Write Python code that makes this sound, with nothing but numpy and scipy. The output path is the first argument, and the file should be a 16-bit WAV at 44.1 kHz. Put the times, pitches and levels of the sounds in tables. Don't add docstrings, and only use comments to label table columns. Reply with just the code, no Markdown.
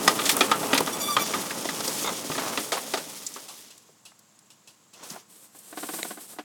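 import sys
import numpy as np
from scipy import signal
from scipy.fft import rfft, irfft
from scipy.io import wavfile

SR = 44100
rng = np.random.default_rng(int(sys.argv[2]) if len(sys.argv) > 2 else 0)


def store_pcm(level_fs):
    pcm = np.round(np.clip(level_fs, -1, 1) * 32767).astype(np.int16)
    wavfile.write(sys.argv[1], SR, np.atleast_2d(pcm).T)


N = 283983
TIME_S = np.arange(N) / SR

# frequency in Hz, density in dB.
AIR_SPECTRUM = [(24, -54.5), (40, -29), (79, -38.5), (128, -2.5), (224, -3.5), (254, -5.5), (371, -9.5),
                (857, -9.5), (1080, -10), (1220, -11), (2240, -15.5), (5870, -14.5), (6800, -8.5),
                (7560, -15.5), (9030, -18), (17000, -27)]
CLOTH_SPECTRUM = [(50, -52), (100, -21), (180, 0.5), (400, -4), (1000, -8.5), (2200, -12.5), (3400, -9.5),
                  (4600, -9), (6900, -6.5), (8000, -0.5), (9200, -1), (10600, -6.5), (12200, -3.5),
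                  (14500, -11.5), (17000, -15.5)]
STEM_SPECTRUM = [(120, -36), (400, -5), (1100, -1.5), (2050, -13), (2450, -5.5), (2800, 3), (3300, -1),
                 (4000, 0), (6800, 1), (11000, -4.5), (17000, -21)]
SCRAPE_SPECTRUM = [(60, -25), (150, -7), (350, 1.5), (600, -3), (1100, -1), (1600, -6.5), (3000, -16),
                   (6000, -31)]
CRUNCH_SPECTRUM = [(150, -36), (450, 2), (1100, 5), (1900, -3.5), (3300, -10.5), (7000, -19)]
RUMBLE_SPECTRUM = [(30, -58), (70, -29.5), (110, -11.5), (170, -3), (280, -1), (480, -3.5), (750, -6.5),
                   (1200, -5.5), (1700, -15.5), (3000, -15.5), (6000, -52)]
SWISH_SPECTRUM = [(900, -22), (1900, 0), (2700, -0.5), (3400, 5), (4000, 2), (5200, 5.5), (7000, 5),
                  (9000, -8.5), (12000, -22.5), (17000, -34.5)]
FIZZ_SPECTRUM = [(5000, -22.5), (8000, 3.5), (10500, 2), (13000, -1.5), (17000, -7.5)]
BODYWORK_SPECTRUM = [(120, -15), (300, -1), (700, -1), (1500, -5.5), (2200, -11), (3500, -14), (8000, -22)]
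FRAME_RATTLE_SPECTRUM = [(60, -26.5), (150, -0.5), (300, 12), (600, 17), (900, 5), (1300, 5), (1900, 8.5),
                         (3300, 2), (6000, -4), (10000, 4.5), (17000, -20)]
CRASH_SPECTRUM = [(60, -14.5), (300, 16.5), (900, 16), (1700, 14.5), (3300, 16.5), (8000, 14),
                  (17000, -3.5)]

# frequency in Hz, bandwidth in Hz, level in dB.
THIN_METAL_MODES = [(2613, 32, 1), (2850, 12, 2), (3320, 17.4, -4), (3500, 9.9, -1), (4080, 25, -1),
                    (5260, 27, -3), (7670, 41, -8), (7800, 37, 2)]
CHASSIS_MODES = [(215, 26, -1.5), (266, 16, -1.5), (311, 24, -1), (426.4, 16, -4), (529.5, 18, -2.5),
                 (649, 17, -4.5), (859, 20, -5)]
PANEL_MODES = [(235, 16, -4), (306.5, 26, 4.5), (440, 55, -6), (610, 42, -2.5), (713, 27, 1.5),
               (779, 30, -3), (897, 50, -12), (1076, 45, -3), (1184, 50, -5.5), (1474, 42, -2.5),
               (1660, 38, -7.5), (2044, 60, -9), (2750, 120, -19), (3850, 160, -11)]
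JOINT_MODES = [(560, 150, -2), (870, 120, 0), (1250, 140, 1), (2120, 200, -7), (3570, 260, -6),
               (6760, 500, -12)]
HOUSING_MODES = [(276, 26, -2), (413, 61, -4.5), (533, 76, -6), (665, 84, -5.5), (895, 56, -4.5),
                 (1080, 52, -9), (1234, 57, 2), (1342, 30, -3.5), (1958, 75, -6), (2472, 130, -11),
                 (3080, 45, -9.5), (3340, 72, -6.5), (3530, 56, -5.5), (4680, 107, -10.5), (5020, 110, -11),
                 (5600, 60, -18.5), (6500, 200, -12), (7400, 100.5, -32.5), (7900, 140, -35.5),
                 (8730, 120, -29.5)]

# multiple of the pitch, level in dB.
SNAP_PARTIALS = [(0.25, -0.5), (1, -0.5), (1.87, 0), (3.35, -2)]
SQUEAL_OVERTONES = [(2, -2), (4, 4), (5, 2.5), (6, 0), (7, 0.5), (8, -3.5), (9, -6), (10, -7), (11, -2),
                    (12, -11), (13, -7.5)]

# frequency in Hz, level in dB.
HUM_TONES = [(105, -81), (211, -76), (316, -79), (997, -88), (1078, -78.5)]
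# start in seconds, length in seconds, level in dB.
CLOTH_STROKES = [(5.277, 0.17, -50.5), (5.516, 0.18, -50.5), (5.644, 0.19, -47), (5.741, 0.39, -39),
                 (5.907, 0.092, -37), (6.177, 0.058, -41), (6.267, 0.063, -43.5)]
# time in seconds, then scrape, swish and fizz levels in dB.
SCUFF_LEVELS = [(4.93, -71, -65, -79), (4.934, -60.5, -55, -63), (5.024, -50.5, -52, -64.5),
                (5.034, -45, -45.5, -48), (5.084, -51.5, -49, -49), (5.108, -46.5, -42, -42),
                (5.172, -46.5, -52.5, -52), (5.198, -57, -50.5, -58), (5.26, -69.5, -75, -75)]
# start in seconds, level in dB, T60 in seconds.
RUSTLES = [(3.483, -28, 0.25), (3.7034, -33, 0.14), (4.052, -32, 0.21), (4.5022, -38, 0.17),
           (4.673, -33.5, 0.22), (4.935, -35, 0.1), (5.032, -34, 0.11)]
# start in seconds, peak in dB, pitch in Hz.
SNAPS = [(0.863, -16, 3260), (1.877, -20, 5000), (6.0302, -13, 2100)]
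# start in seconds, length in seconds, level in dB.
CRUNCHES = [(0.681, 0.01, -33), (0.89, 0.008, -34), (1.883, 0.036, -37), (2.045, 0.071, -45),
            (2.41, 0.124, -35.5), (2.767, 0.015, -34)]
# start in seconds, peak in dB, centre in Hz, width in octaves, T60 in seconds.
TICKS = [(0.293, -13, 10900, 1.2, .08), (0.314, -13, 7000, 2.1, 0.091), (.3665, -9, 11100, 1.2, 0.0059),
         (0.742, -16, 9000, 1.2, 0.043), (0.805, -17, 6000, 3, 0.023), (1.0185, -20.5, 9000, 1.2, .022),
         (1.336, -19, 1990, 0.79, 0.019), (1.508, -24, 1600, 1.7, 0.05), (1.688, -21, 1830, 0.32, 0.011),
         (2.574, -16, 3060, 0.9, .014), (3.265, -19.5, 6450, 0.59, 0.035), (3.339, -27.5, 6600, .7, 0.027),
         (3.778, -38, 7000, 1.3, 0.033), (4.118, -44.5, 890, 1.7, 0.025), (4.191, -40.5, 7800, 1.5, 0.024),
         (4.39, -39.5, 6670, 1.1, 0.014), (5.1017, -26, 5670, 0.96, 0.018),
         (5.588, -36.5, 8440, 0.78, .027)]
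# time in seconds, then rumble, swish and fizz levels in dB.
ROLL_LEVELS = [(0.0, -31.5, -35.5, -37), (0.33, -31.5, -36, -34.5), (0.7, -31, -38.5, -38.5),
               (0.9, -34.5, -39, -39), (1.0, -35.5, -39.5, -39.5), (1.1, -38.5, -42, -36.5),
               (1.21, -34, -33.5, -43), (1.28, -34.5, -33.5, -39), (1.44, -36.5, -37.5, -39),
               (1.7, -37.5, -37.5, -41.5), (1.94, -36.5, -34, -35), (2.14, -36.5, -36, -40),
               (2.21, -40, -39, -42), (2.5, -36.5, -35, -39), (2.59, -37.5, -35.5, -37),
               (2.71, -44.5, -42.5, -41.5), (2.88, -44, -40.5, -42), (3.14, -47, -42.5, -44.5),
               (3.39, -54.5, -46.5, -49), (3.6, -58, -49, -51), (3.72, -63.5, -55, -62),
               (3.85, -69, -63.5, -66.5)]
# start in seconds, level in dB.
PANEL_SLIPS = [(5.033, -39), (5.147, -47), (5.549, -43.5), (5.727, -31), (5.774, -23), (5.83, -23),
               (5.889, -23.5), (5.937, -26), (5.988, -26), (6.049, -26), (6.107, -26), (6.173, -31),
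               (6.331, -41), (6.364, -41), (6.387, -23.5)]
# start in seconds, peak in dB, centre in Hz, T60 in seconds.
BUMPS = [(0.806, -16.5, 645, 0.02), (0.805, -28, 163, 0.077), (1.166, -34, 130, 0.065),
         (2.09, -26, 880, 0.16), (1.653, -28, 605, 0.023), (2.245, -29, 350, 0.066),
         (2.722, -22, 710, 0.28), (2.879, -33, 543, 0.028), (2.937, -19.5, 657, 0.15),
         (3.071, -44, 280, 0.053), (3.489, -40.5, 875, 0.27), (3.885, -49, 485, .1),
         (5.107, -39, 175, 0.17), (5.16, -31.5, 830, 0.045)]
# start in seconds, level in dB, pitch in Hz, T60 in seconds.
CLANGS = [(0.078, -12.5, 5110, 0.055), (0.077, -25, 880, 0.043), (0.409, -20, 374, 0.12),
          (0.411, -13, 2450, 0.054), (0.409, -12, 1307, 0.053), (0.516, -26, 332.6, 0.057),
          (0.731, -22, 520, 0.035), (0.806, -9, 447, 0.015), (1.507, -22.5, 1690, 0.022),
          (2.24, -33, 505, 0.097), (2.3, -24.5, 160, 0.072), (2.3, -20.5, 1060, 0.015),
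          (2.352, -26, 1750, 0.027), (2.878, -38, 600, 0.05), (2.938, -26, 627, 0.063),
          (3.068, -39, 280, 0.084)]
# start in seconds, peak in dB.
JOINT_GRABS = [(2.042, -19), (2.058, -23), (2.072, -18), (2.088, -21.5)]
# start in seconds, length in seconds, top pitch in Hz,
# then levels of the fundamental, third partial and other overtones in dB.
SQUEALS = [(.926, 0.015, 1157, -40, -38.5, -42), (1.0, 0.026, 1159, -46, -43, -43.5),
           (1.026, 0.052, 1163, -45.5, -35, -42.5), (1.081, 0.036, 1186, -27.5, -38, -44.5),
           (1.12, 0.031, 1163, -41.5, -38, -44.5), (1.193, 0.031, 1168, -33, -36.5, -39.5)]
# start in seconds, then thud, ring, clank and clash levels in dB,
# then T60 of the crash in seconds.
KNOCKS = [(0.077, -22, -13.5, -15.5, -20, 0.03), (0.19, -37, -26, -28, -45, 0.089),
          (0.215, -44, -41, -35, -49, 0.046), (0.255, -41.5, -39.5, -26, -25, 0.15),
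          (0.292, -53, -28, -19.5, -22, 0.11), (0.368, -32, -27.5, -36, -39, 0.042),
          (0.408, -23.5, -18.5, -17.5, -25, 0.066), (0.515, -29, -15.5, -22.5, -30.5, 0.05),
          (0.631, -35, -34, -39, -50, 0.039), (0.731, -20, -20.5, -20, -30, 0.033),
          (0.749, -39, -27.5, -25, -34, 0.14), (0.777, -35, -29, -22, -23.5, 0.046),
          (0.871, -31, -28, -33, -41, 0.066), (1.166, -30, -17, -21.5, -33, 0.033),
          (1.337, -39, -26, -33.5, -47, 0.19), (1.653, -31, -46, -38, -39, 0.02),
          (1.689, -37.5, -34.5, -36, -52, 0.13), (1.804, -34.5, -35, -38, -34.5, 0.03),
          (1.878, -35, -36.5, -41.5, -28, 0.027), (2.299, -32, -37, -51, -49, 0.022),
          (2.315, -45, -35, -34.5, -49, 0.036), (2.352, -43, -37, -39.5, -48, 0.06),
          (2.379, -31, -29, -32, -41, 0.19), (2.574, -31, -27.5, -30, -35, 0.11),
          (2.72, -29, -27, -27.5, -29, 0.22), (2.937, -28, -29, -28, -32.5, 0.1),
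          (2.973, -38, -33.5, -36, -36, 0.17), (3.361, -44, -39, -47, -54, 0.19)]
# low edge in Hz, high edge in Hz.
KNOCK_BANDS = [(150, 800), (800, 1600), (1600, 4200), (4200, 17000)]


def amp(db):
    return 10 ** (np.asarray(db) / 20)


def unit_rms(x):
    return x / np.sqrt(np.mean(x ** 2) + 1e-20)


def unit_peak(x):
    return x / (abs(x).max() + 1e-12)


def unit_onset(x):
    return x / np.sqrt(np.mean(x[:SR * 15 // 1000] ** 2) + 1e-20)


def add(mix, start_s, sound):
    part = mix[max(round(start_s * SR), 0):][:len(sound)]
    part += sound[:len(part)]


def colour(x, spectrum):
    hz, db = np.transpose(spectrum)
    bins_hz = np.fft.rfftfreq(len(x), 1 / SR)
    return irfft(rfft(x) * amp(np.interp(np.log(bins_hz + 1), np.log(hz), db)), len(x))


def band(x, lo_hz, hi_hz, order=2):
    edges_hz = np.clip([lo_hz, hi_hz], 10, SR / 2 - 100)
    return signal.sosfilt(signal.butter(order, edges_hz, "band", fs=SR, output="sos"), x)


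def drift(rate_hz):
    knots = rng.standard_normal(8192)
    return unit_rms(np.interp(TIME_S * rate_hz, np.arange(len(knots)), knots))


def grains(per_s, spread_db):
    sizes = amp(spread_db * np.minimum(rng.exponential(1, N), 4)) * rng.choice([-1, 1], N)
    return unit_rms(sizes * (rng.random(N) < per_s / SR))


def grit(spectrum, per_s, spread_db):
    return unit_rms(colour(grains(per_s, spread_db), spectrum))


def ringing(modes, t):
    hz, width_hz, db = np.transpose(modes)[:, :, None]
    detune, uneven_db, phase = rng.standard_normal((3, len(modes), 1))
    swing = np.sin(2 * np.pi * (hz * (1 + 0.0047 * detune) * t + phase))
    envelope = (1 - np.exp(-t * hz * 2)) * np.exp(-np.pi * width_hz * t)
    return (amp(db + uneven_db) * width_hz * envelope * swing).sum(0)


def resonate(force, modes, t):
    return signal.fftconvolve(force, ringing(modes, t))[:len(force)]


def burst(t, rise_s, hold_s, t60_s):
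    decay = amp(-60 * np.maximum(t - hold_s, 0) / max(t60_s, .002))
    return rng.standard_normal(len(t)) * np.minimum(t / rise_s, 1) * decay


def swell(start_s, length_s, rise_s, t60_s):
    age_s = TIME_S - start_s
    return np.clip(age_s / rise_s, 0, 1) * amp(-60 * np.maximum(age_s - length_s, 0) / t60_s)


def follow_levels(layers, levels, t60_s):
    times_s, *curves_db = np.transpose(levels)
    gate = (TIME_S >= times_s[0]) * amp(-60 * np.maximum(TIME_S - times_s[-1], 0) / t60_s)
    return gate * sum(layer * amp(np.interp(TIME_S, times_s, db)) for layer, db in zip(layers, curves_db))


def air(noise_db=-61.5, waver=0.0044):
    hum = np.zeros(N)
    for hz, db in HUM_TONES:
        cycles = np.cumsum(hz * (1 + waver * drift(23))) / SR
        hum += amp(db) * unit_rms(np.sin(2 * np.pi * cycles))
    return amp(noise_db) * unit_rms(colour(rng.standard_normal(N), AIR_SPECTRUM)) + hum


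def insect(centre_hz=7600, width_hz=420, pulses_per_s=26, level_db=-69.5):
    rasp = band(rng.standard_normal(N), centre_hz - width_hz / 2, centre_hz + width_hz / 2)
    cycles = np.cumsum(pulses_per_s * (1 + .15 * drift(8))) / SR
    return amp(level_db) * unit_rms(rasp * (1 + .5 * np.sin(2 * np.pi * cycles)))


def cloth(gain_db=-1):
    catches = amp(1.2 * drift(70))
    power = sum((amp(db) * swell(start_s, length_s, rise_s=0.036, t60_s=0.28)) ** 2
                for start_s, length_s, db in CLOTH_STROKES)
    return amp(gain_db) * grit(CLOTH_SPECTRUM, per_s=12000, spread_db=2) * catches * np.sqrt(power)


def grass_scuff(gain_db=-1):
    layers = [grit(spectrum, per_s=7000, spread_db=3.2)
              for spectrum in (SCRAPE_SPECTRUM, SWISH_SPECTRUM, FIZZ_SPECTRUM)]
    return amp(gain_db) * follow_levels(layers, SCUFF_LEVELS, t60_s=.1)


def stem_rustles(brush_db=-4.5, metal_db=-9.5):
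    out, t = np.zeros(N), np.arange(SR // 4) / SR
    for start_s, db, t60_s in RUSTLES:
        brush = unit_peak(colour(burst(t, 0.0015, 0.004, t60_s), STEM_SPECTRUM))
        metal = unit_peak(resonate(burst(t, .002, .004, .04), THIN_METAL_MODES, t))
        add(out, start_s, amp(db + brush_db) * brush + amp(db + metal_db) * metal)
    return out


def snaps(width_ratio=0.24, rise_s=.001):
    out, t = np.zeros(N), np.arange(SR // 50) / SR
    for start_s, db, hz in SNAPS:
        modes = [(k * hz, width_ratio * hz, mode_db) for k, mode_db in SNAP_PARTIALS]
        ring = ringing(modes, t) * (1 - np.exp(-t / rise_s))
        add(out, start_s, amp(db) * unit_peak(band(ring, 250, 16000)))
    return out


def tuft_crunches():
    clumps = sum(amp(db) * swell(start_s, length_s, rise_s=0.0036, t60_s=0.084)
                 for start_s, length_s, db in CRUNCHES)
    return grit(CRUNCH_SPECTRUM, per_s=1200, spread_db=4.5) * clumps


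def ticks():
    out, t = np.zeros(N), np.arange(SR // 12) / SR
    for start_s, db, hz, octaves, t60_s in TICKS:
        edge_ratio = 2 ** (octaves / 2)
        tick = band(burst(t, 0.00056, 0.0031, t60_s), hz / edge_ratio, hz * edge_ratio)
        add(out, start_s, amp(db) * unit_peak(tick))
    return out


def tyres(patchy_db=1.44, boom_db=-4, swish_db=-1):
    lumps = amp(1.1 * drift(35))
    shaking = grains(per_s=300, spread_db=2.5)
    boom = unit_rms(resonate(shaking, CHASSIS_MODES, np.arange(SR // 3) / SR))
    tread = grit(RUMBLE_SPECTRUM, per_s=1800, spread_db=2.6)
    rumble = unit_rms(tread + amp(boom_db) * boom) * lumps
    tufts = amp(patchy_db * drift(60))
    swish = amp(swish_db) * grit(SWISH_SPECTRUM, per_s=6000, spread_db=3) * tufts
    fizz = grit(FIZZ_SPECTRUM, per_s=9000, spread_db=2.9) * tufts
    return follow_levels([rumble, swish, fizz], ROLL_LEVELS, t60_s=0.99)


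def housing_taps(per_s=30, re_rumble_db=-13.5):
    times_s, rumble_db = np.transpose(ROLL_LEVELS)[:2]
    ring = ringing(HOUSING_MODES, np.arange(SR // 12) / SR)
    tapping = signal.fftconvolve(grains(per_s, spread_db=-0.5), ring)[:N]
    gain = amp(re_rumble_db + np.interp(TIME_S, times_s, rumble_db)) * (TIME_S < times_s[-1])
    return gain * unit_rms(band(tapping, 200, 4500))


def panel_creak(gain_db=-11, scuff_db=-9, dense_db=-5, rise_s=0.0035, bend=.025):
    out, t = np.zeros(N), np.arange(SR // 6) / SR
    dense_modes = unit_onset(colour(burst(t, .003, .009, .07), BODYWORK_SPECTRUM))
    loudest_db = max(db for _, db in PANEL_SLIPS)
    for start_s, db in PANEL_SLIPS:
        bent_modes = [(hz * (1 + bend * rng.standard_normal()), width_hz, mode_db)
                      for hz, width_hz, mode_db in PANEL_MODES]
        hollow = unit_onset(ringing(bent_modes, t) * (1 - np.exp(-t / rise_s)))
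        knock = unit_onset(band(hollow + amp(dense_db) * dense_modes, 140, 12000))
        top_hz = 3600 * amp((db - loudest_db) / 2)
        scuff = unit_onset(band(burst(t, .002, .011, .1), 500, top_hz))
        add(out, start_s - .002, amp(db + gain_db) * (knock + amp(scuff_db) * scuff))
    return out


def chassis_bumps():
    out, t = np.zeros(N), np.arange(SR // 5) / SR
    for start_s, db, hz, t60_s in BUMPS:
        boom = band(burst(t, 0.0012, 0.0038, t60_s), hz / 1.38, hz * 1.4)
        add(out, start_s - .001, amp(db) * unit_peak(boom))
    return out


def bracket_clangs():
    out, t = np.zeros(N), np.arange(SR // 5) / SR
    for start_s, db, hz, t60_s in CLANGS:
        envelope = amp(db - 60 * t / t60_s) * (1 - np.exp(-t * hz * 2))
        add(out, start_s, envelope * np.sin(2 * np.pi * hz * t))
    return out


def joint_judder():
    out, t = np.zeros(N), np.arange(SR // 12) / SR
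    for start_s, db in JOINT_GRABS:
        rub = burst(t, .002, .008, .04)
        add(out, start_s, amp(db) * unit_peak(resonate(rub, JOINT_MODES, t)))
    return out


def joint_squeal(gain_db=3, rise_s=0.0058, fade_s=0.1, sag=0.006):
    shake = 1 + .0035 * drift(60) + .002 * drift(250) + .003 * drift(2300)
    grip = 1 + .2 * drift(700) + .16 * drift(130)
    overtones = [(k, amp(db - 1 + 4.5 * drift(45)), rng.random()) for k, db in SQUEAL_OVERTONES]
    out = np.zeros(N)
    for start_s, length_s, top_hz, first_db, third_db, others_db in SQUEALS:
        on = (TIME_S >= start_s) & (TIME_S < start_s + length_s + fade_s)
        arch = np.sin(np.pi * np.minimum((TIME_S[on] - start_s) / length_s, 1.5))
        cycles = np.cumsum(top_hz * (1 - sag * (1 - arch)) * shake[on]) / SR
        tone = amp(first_db) * np.sin(2 * np.pi * cycles) + amp(third_db) * np.sin(2 * np.pi * 3 * cycles)
        others = sum(gain[on] * np.sin(2 * np.pi * (k * cycles + phase)) for k, gain, phase in overtones)
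        envelope = amp(gain_db) * grip * swell(start_s, length_s, rise_s, fade_s)
        out[on] += envelope[on] * (tone + amp(others_db) * others)
    return out


def rebounds(blows, hard_db=-21, delay_s=0.014, gain_db=-13, t60_ratio=3.2):
    return [(start_s + delay_s, bands_db + gain_db, t60_s * t60_ratio)
            for start_s, bands_db, t60_s in blows if bands_db[1] > hard_db]


def driveline_knocks(chatter=0.088, crash_db=-8, rattle_db=-17, shove_db=-20, shove_hz=55):
    out, t = np.zeros(N), np.arange(SR // 6) / SR
    blows = [(start_s, np.array(bands_db), t60_s) for start_s, *bands_db, t60_s in KNOCKS]
    shove = np.sin(2 * np.pi * shove_hz * t) * np.exp(-t / .007)
    for start_s, bands_db, t60_s in blows + rebounds(blows):
        contact = chatter * burst(t, 0.00046, 0.0053, t60_s / 4)
        contact[0] += 1
        ring = unit_onset(resonate(contact, HOUSING_MODES, t))
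        crash = colour(burst(t, 0.00054, 0.0048, t60_s), CRASH_SPECTRUM)
        rattle = colour(burst(t, 0.035, 0.035, 3 * t60_s), FRAME_RATTLE_SPECTRUM)
        hit = ring + amp(crash_db) * crash + amp(rattle_db) * rattle
        knock = sum(amp(db) * unit_onset(band(hit, lo_hz, hi_hz, order=3))
                    for db, (lo_hz, hi_hz) in zip(bands_db, KNOCK_BANDS))
        add(out, start_s - .0005, knock + amp(bands_db[0] + shove_db) * shove)
    return out


def scene():
    vehicle = driveline_knocks() + bracket_clangs() + chassis_bumps() + housing_taps() + tyres()
    vehicle += joint_squeal() + joint_judder() + ticks() + panel_creak()
    grass = tuft_crunches() + snaps() + stem_rustles() + grass_scuff()
    return (vehicle + grass + cloth() + air() + insect())[None]


def record(dry):
    ceiling, cutoff_hz = .85, 17400
    soft = ceiling * np.tanh(dry / ceiling)
    low_pass = signal.firwin(511, cutoff_hz, window=("kaiser", 9), fs=SR)
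    return signal.oaconvolve(soft, low_pass[None], "same", axes=1)


dry = scene()
out = record(dry)
store_pcm(out)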